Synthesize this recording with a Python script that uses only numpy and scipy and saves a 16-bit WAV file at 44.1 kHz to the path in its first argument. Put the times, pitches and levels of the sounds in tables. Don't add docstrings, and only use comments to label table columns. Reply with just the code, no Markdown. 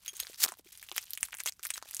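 import sys
import numpy as np
from scipy import signal
from scipy.fft import rfft, irfft
from scipy.io import wavfile

SR = 44100
rng = np.random.default_rng(int(sys.argv[2]) if len(sys.argv) > 2 else 0)


def level_to_linear(level):
    exponent = np.asarray(level, float) / 20
    return 10 ** exponent


def digitize_waveform(pressure):
    field = np.atleast_2d(pressure).T
    bounded = np.clip(field, -1, 1)
    quanta = np.round(bounded * 32767).astype(np.int16)
    wavfile.write(sys.argv[1], SR, quanta)


N = 88200


def rms_one(x):
    return x / np.sqrt(np.mean(x ** 2) + 1e-20)


def peak_one(x):
    return x / np.abs(x).max()


def band(x, low_hz, high_hz):
    sos = signal.butter(2, [low_hz, min(high_hz, 19000)], "band", fs=SR, output="sos")
    return signal.sosfilt(sos, x)


def colour(x, spectrum):
    size = 1024
    hz, db = np.transpose(spectrum)
    bin_hz = np.arange(size // 2 + 1) * SR / size
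    log_gain = np.interp(np.log(bin_hz + 1), np.log(hz), db) * np.log(10) / 20
    cepstrum = irfft(log_gain)
    cepstrum[1:size // 2] *= 2
    cepstrum[size // 2 + 1:] = 0
    response = irfft(np.exp(rfft(cepstrum)))
    return signal.fftconvolve(x, rms_one(response) / np.sqrt(size))[:len(x)]


def ring(x, hz, t60_s):
    r, w = level_to_linear(-60 / (t60_s * SR)), 2 * np.pi * hz / SR
    return signal.lfilter([.5, 0, -.5], [1, -2 * r * np.cos(w), r * r], x + 1e-18)


def drift(rate_hz, size):
    r = np.exp(-2 * np.pi * rate_hz / SR)
    noise = rng.standard_normal(size + 4000)
    return rms_one(signal.lfilter([1], [1, -2 * r, r * r], noise)[4000:])


# freq_hz [Hz], density_db [dB per Hz]
HOUSE_HISS = [(59, -37), (100, -6.5), (213, -9), (524, -19), (6910, -22), (15000, -27)]


def room_tone():
    hiss_db, rumble_db, rumble_hz = -79, -76.5, 55
    rumble = band(rng.standard_normal(N), rumble_hz / 2, rumble_hz * 2)
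    hiss = colour(rng.standard_normal(N), HOUSE_HISS)
    return level_to_linear(hiss_db) * rms_one(hiss) + level_to_linear(rumble_db) * rms_one(rumble)


# start_s [s], pitch_hz [Hz], level_db [dB]
LOW_THUMPS = [(0.21, 51, -52.5), (1.228, 57, -47), (0.13, 394, -48), (.52, 240, -52), (1.775, 53, -58),
              (0.66, 365, -46.5), (.226, 506, -47), (0.49, 370, -43.5), (0.65, 190, -58),
              (0.92, 365, -42.5), (1.22, 194, -53), (1.593, 390, -58.5)]


def bumps():
    ref_hz, ref_s = 55.6, 0.0081
    t = np.arange(N) / SR
    out = 0
    for start_s, pitch_hz, level_db in LOW_THUMPS:
        u = np.maximum(t - start_s, 0) / ref_s * np.sqrt(pitch_hz / ref_hz)
        out = out + level_to_linear(level_db) * u * np.exp(-u) * np.sin(2 * np.pi * pitch_hz * (t - start_s))
    return out


# start_s [s], length_s [s], pitch_hz [Hz], level_db [dB]
FILM_SQUEAKS = [
    (.079, 0.024, 3252, -32.5),
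    (0.152, 0.05, 3260, -49.5),
    (0.206, 0.028, 3280, -43.5),
    (0.683, 0.021, 3300, -66),
    (1.473, 0.014, 3280, -30.5),
    (1.483, 0.01, 3830, -32),
    (1.737, 0.013, 3270, -35),
    (1.738, 0.014, 3980, -37.5),
]
# multiple [of the pitch], level_db [dB]
SQUEAK_HARMONICS = [(1, -8), (2, -1.5), (3, -9), (4, -17)]


def squeaks():
    wander_hz, fade_db, lumps_db = 80, 14, 5
    out = np.zeros(N + SR)
    t = np.arange(2600) / SR
    for start_s, length_s, pitch_hz, level_db in FILM_SQUEAKS:
        hz = pitch_hz + wander_hz / 2 * drift(610, len(t))
        phase = 2 * np.pi * np.cumsum(hz) / SR
        release_db = 430 * np.maximum(t - length_s, 0)
        shape = np.minimum(t / 0.0011, 1) * level_to_linear(level_db - fade_db * t / length_s - release_db)
        tone = 0
        for multiple, part_db in SQUEAK_HARMONICS:
            tone = tone + level_to_linear(part_db + lumps_db * drift(165, len(t))) * np.sin(multiple * phase)
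        i = int(start_s * SR)
        out[i:i + len(t)] += shape * tone
    return out[:N]


# start_s [s], level_db [dB]
GLUE_SLIPS = [(0.374, -54), (0.3766, -49), (0.3794, -42.5), (0.3853, -38), (0.3883, -38.5), (0.3912, -45),
              (0.3926, -38), (0.3977, -34.5), (0.398, -45), (0.4019, -28.5), (0.405, -26.5),
              (0.4087, -26.5), (0.4136, -28), (0.4168, -25.5), (0.4202, -23.5), (0.426, -23.5),
              (0.4283, -21.5), (0.433, -16), (0.434, -15), (0.439, -9.5), (0.4388, -11.5), (0.4431, -15.5),
              (0.4483, -22), (0.4488, -18), (0.4528, -31), (0.455, -30), (0.4612, -28), (0.4655, -41)]
# freq_hz [Hz], density_db [dB per Hz]
TAPE_SPECTRUM = [(88, -31), (150, -35.5), (1650, -7), (2840, -6.5), (4700, 0), (15800, -2.5)]


def rip():
    rip_db, bed_db, slip_t60_s = 2, -12, 0.005
    dull_db, slack_start_s, slack_rise_s = 8, 0.4442, 0.019
    t = np.arange(N) / SR
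    start_s, level_db = np.transpose(GLUE_SLIPS)
    slip_power = np.zeros(N)
    slip_power[(start_s * SR).astype(int) - 10] = level_to_linear(2 * level_db)
    decay = level_to_linear(-120 / (slip_t60_s * SR))
    slip_power = signal.lfilter([1], [1, -decay], slip_power + 1e-18)
    tearing = (t > start_s[0]) * (t < start_s[-1])
    bed = level_to_linear(bed_db + np.interp(t, start_s, level_db)) * tearing
    shape = np.sqrt(slip_power + bed ** 2)
    tear = colour(shape * rng.standard_normal(N), TAPE_SPECTRUM)
    dull = band(shape * rng.standard_normal(N), 257, 1500)
    slack = np.clip((t - slack_start_s) / slack_rise_s, 0, 1)
    return level_to_linear(rip_db) * (tear + level_to_linear(dull_db) * slack * dull)


# start_s [s], length_s [s], start_level_db [dB], end_level_db [dB]
HAND_STROKES = [(.0, 0.038, -67, -56), (0.049, 0.075, -52, -58.5), (0.132, 0.11, -54, -48),
                (0.203, 0.01, -36, -43.5), (0.253, .11, -51.5, -55.5), (0.474, 0.086, -44, -68.5),
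                (0.563, 0.037, -73.5, -50.5), (.645, 0.066, -62, -58.5), (0.721, 0.071, -53, -60.5),
                (0.813, 0.19, -55, -67), (0.944, 0.047, -55, -43), (0.996, 0.048, -54.5, -47.5),
                (1.054, 0.11, -56, -57.5), (1.202, 0.058, -54.5, -44), (1.272, 0.044, -55.5, -61),
                (1.323, 0.02, -50, -58), (1.378, 0.094, -61.5, -60.5), (1.397, 0.013, -43, -39.5),
                (1.462, 0.033, -31.5, -37), (1.519, 0.02, -71, -63.5), (1.623, 0.038, -58, -39),
                (1.69, 0.021, -55.5, -37), (1.737, 0.049, -53, -44.5), (1.849, 0.15, -55.5, -50)]
# freq_hz [Hz], density_db [dB per Hz]
FILM_SPECTRUM = [(88, -56.5), (300, -19.5), (1100, -14), (3200, -7), (6450, -8), (15800, -10.5)]


def stroke_gain():
    settling_db, still_start_s, still_end_s, edge_s = -69, 0.615, 0.642, 0.0029
    t = np.arange(N) / SR
    gain = level_to_linear(settling_db) * ((t < still_start_s) | (t > still_end_s))
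    for start_s, length_s, start_db, end_db in HAND_STROKES:
        rise = np.clip((t - start_s) / edge_s + 1, 0, 1)
        fall = np.exp(-np.maximum(t - start_s - length_s, 0) / edge_s)
        progress = np.clip((t - start_s) / length_s, 0, 1)
        gain = np.maximum(gain, rise * fall * level_to_linear(start_db + (end_db - start_db) * progress))
    return gain


def rustle():
    grains_per_s, spread_db, grain_cycles = 3000, 3.3, 8.0
    clump_db, hiss_db = 6, -4
    sizes = level_to_linear(spread_db * np.minimum(rng.exponential(1, N), 4)) * rng.choice([-1, 1], N)
    born = rng.random(N) < grains_per_s * level_to_linear(clump_db * drift(90, N)) / SR
    pitch_index = rng.integers(0, 16, N)
    grains = 0
    for k, hz in enumerate(np.geomspace(900, 15000, num=16)):
        ticks = ring(sizes * born * (pitch_index == k), hz, grain_cycles / hz)
        grains = grains + ticks * hz * level_to_linear(6.1 * drift(47, N))
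    hiss = level_to_linear(hiss_db + clump_db * drift(176, N)) * rng.standard_normal(N)
    return stroke_gain() * rms_one(colour(rms_one(grains) + hiss, FILM_SPECTRUM))


def resonate(x, hz, near_ratio, low_ratio, high_ratio, wide_db):
    near = band(x, hz / near_ratio, hz * near_ratio)
    return near + level_to_linear(wide_db) * band(x, hz / low_ratio, hz * high_ratio)


# start_s [s], pocket_hz [Hz], knock_level_db
# [dB], crack_hz [Hz], crack_level_db [dB]
CREASES = [(0.0617, 3570, -31, 11500, -28), (0.07, 2410, -41.5, 5600, -37),
           (0.08, 5620, -26, 13100, -25), (0.0903, 2570, -33, 6000, -30),
           (0.1397, 1260, -49, 7800, -46), (0.1608, 3340, -43, 7800, -36),
           (0.1684, 4060, -43, 9500, -25.5), (0.1963, 2930, -36, 12300, -34),
           (0.1995, 3810, -26, 10800, -23), (0.202, 4060, -21.5, 10100, -14),
           (0.2276, 2120, -33.5, 7800, -31), (0.249, 2120, -38.5, 5600, -43.5),
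           (0.2695, 1630, -34.5, 3800, -26.5), (0.298, 470, -43.5, 6000, -36),
           (0.3025, 2410, -49, 6400, -46), (0.3383, 3130, -36.5, 7300, -43),
           (0.3449, 1860, -45, 4300, -31.5), (0.3584, 2120, -54, 4900, -39),
           (0.4741, 1180, -36.5, 10100, -33), (0.4844, 1260, -33, 11500, -22.5),
           (0.489, 1340, -28, 6800, -25), (0.4963, 1630, -48, 9500, -48),
           (0.5211, 850, -32.5, 7300, -27), (0.5386, 1260, -45, 6400, -43),
           (0.5713, 610, -58, 12300, -41), (0.5952, 360, -47.5, 7300, -45),
           (0.6748, 2410, -55, 9500, -55),
           (0.724, 3550, -45, 11500, -34.5), (0.7518, 3810, -43.5, 8900, -48),
                (0.7752, 2770, -49, 7760, -31), (0.7968, 4730, -35.5, 10800, -37),
                (0.8166, 4330, -46, 11500, -55), (0.828, 2140, -36, 10820, -29),
                (0.8398, 2750, -42.5, 9400, -34.5), (0.8555, 2570, -53, 8900, -54),
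                (0.888, 3040, -32.5, 10800, -34), (0.916, 1050, -30, 2530, -24.5),
                (0.9238, 2570, -34, 10800, -30), (0.9485, 2570, -55, 10800, -37),
                (0.9603, 4940, -38, 12300, -51), (0.9634, 2180, -27.5, 13500, -14),
                (0.9679, 3360, -26.5, 10100, -22), (0.9743, 1630, -41, 5640, -23.5),
                (0.9801, 2770, -16, 5930, -14), (1.018, 4940, -50, 11500, -32.5),
                (1.069, 3470, -42, 9500, -42), (1.1066, 4660, -36, 10500, -21.5),
                (1.1342, 5540, -20.5, 12300, -15), (1.1523, 3570, -48, 8300, -28.5),
                (1.1752, 2530, -24.5, 8800, -18.5), (1.2088, 5650, -51, 13200, -22.5),
                (1.2305, 2440, -17.5, 7700, -7.5), (1.253, 3340, -36, 12300, -23.5),
                (1.2859, 1160, -41, 8900, -34.5), (1.3079, 2140, -49, 5900, -39),
                (1.327, 2700, -34.5, 12300, -35), (1.3305, 1860, -28, 5940, -41),
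                (1.342, 2120, -30, 6360, -27), (1.3494, 1950, -35, 12200, -24),
           (1.37, 2570, -42, 8300, -29), (1.3854, 2120, -58, 10900, -29),
                  (1.388, 2260, -36, 8900, -32), (1.3965, 1980, -41, 7300, -32),
                  (1.4037, 2100, -25.5, 7800, -18.5), (1.436, 4730, -36, 10800, -24.5),
                  (1.4532, 2260, -49, 7250, -33), (1.46, 1720, -21.5, 8100, -12.5),
                  (1.4741, 2150, -18.5, 7500, -14.5), (1.5227, 2570, -47, 6330, -31),
                  (1.5945, 1550, -39.5, 5600, -36.5), (1.63, 2120, -58, 6430, -24),
                  (1.6351, 3080, -28.5, 10400, -20.5), (1.6522, 1560, -30.5, 8900, -16),
                  (1.6577, 1910, -29, 12300, -30), (1.6686, 5340, -28.5, 12000, -16.5),
                  (1.7035, 1840, -26, 7250, -17), (1.7056, 2700, -21.5, 7700, -16),
                  (1.7393, 2750, -52, 6700, -24), (1.758, 2250, -32, 5400, -37),
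                  (1.7699, 2430, -38, 8900, -29), (1.7789, 1370, -30.5, 6000, -25.5),
                  (1.8161, 2140, -46.5, 6400, -49), (1.8257, 1090, -32, 5030, -27.5),
                  (1.8571, 810, -47.5, 1900, -44.5), (1.8786, 3340, -44, 7800, -51.5),
                  (1.8994, 3570, -50, 8400, -44), (1.9107, 2130, -40, 9900, -25),
                  (1.9395, 1880, -41.5, 6750, -31), (1.9467, 3770, -49, 9600, -15.5),
                  (1.9677, 3130, -58, 7700, -18.5), (1.9961, 2870, -36, 6330, -19)]


def snaps():
    crack_t60_s, click_db = 0.002, 8
    echo_db, echo_knock_db, echo_lumps_db = -23, 4, 2.5
    echo_t60_s, echo_wait_s = 0.057, 0.00036
    out = np.zeros(N + SR)
    t = np.arange(2600) / SR
    for start_s, pocket_hz, knock_db, crack_hz, crack_db in CREASES:
        noise = rng.standard_normal((2, len(t)))
        burst = noise[0] * level_to_linear(-60 * t / crack_t60_s) + level_to_linear(click_db) * (t == 0)
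        echo_level_db = echo_db - 60 * t / echo_t60_s + echo_lumps_db * drift(500, len(t))
        echoes = noise[1] * level_to_linear(echo_level_db) * (1 - np.exp(-t / echo_wait_s))
        x = np.array([burst, echoes, noise[1]])
        knock = resonate(x, pocket_hz, 1.35, 2.55, 2, wide_db=-9)
        crack = resonate(x, crack_hz, 1.35, 2.5, 2.3, wide_db=-10)
        direct = level_to_linear(knock_db) * peak_one(knock[0]) + level_to_linear(crack_db) * peak_one(crack[0])
        knock_tail = level_to_linear(knock_db + echo_knock_db) * knock[1] / knock[2].std()
        crack_tail = level_to_linear(crack_db) * crack[1] / crack[2].std()
        i = int(start_s * SR) - np.argmax(np.abs(direct))
        out[i:i + len(t)] += direct + knock_tail + crack_tail
    return out[:N]


def scene():
    return (room_tone() + bumps() + squeaks() + rip() + rustle() + snaps())[None]


def top_cut(x):
    return signal.sosfilt(signal.butter(12, 17000, fs=SR, output="sos"), x)


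def record(dry):
    rounded = .5 * np.tanh(2 * dry)
    low_pass = signal.cheby2(10, 60, 16960, fs=SR, output="sos")
    finished = signal.sosfilt(low_pass, rounded)
    return top_cut(finished)


dry = scene()
out = record(dry)
digitize_waveform(out)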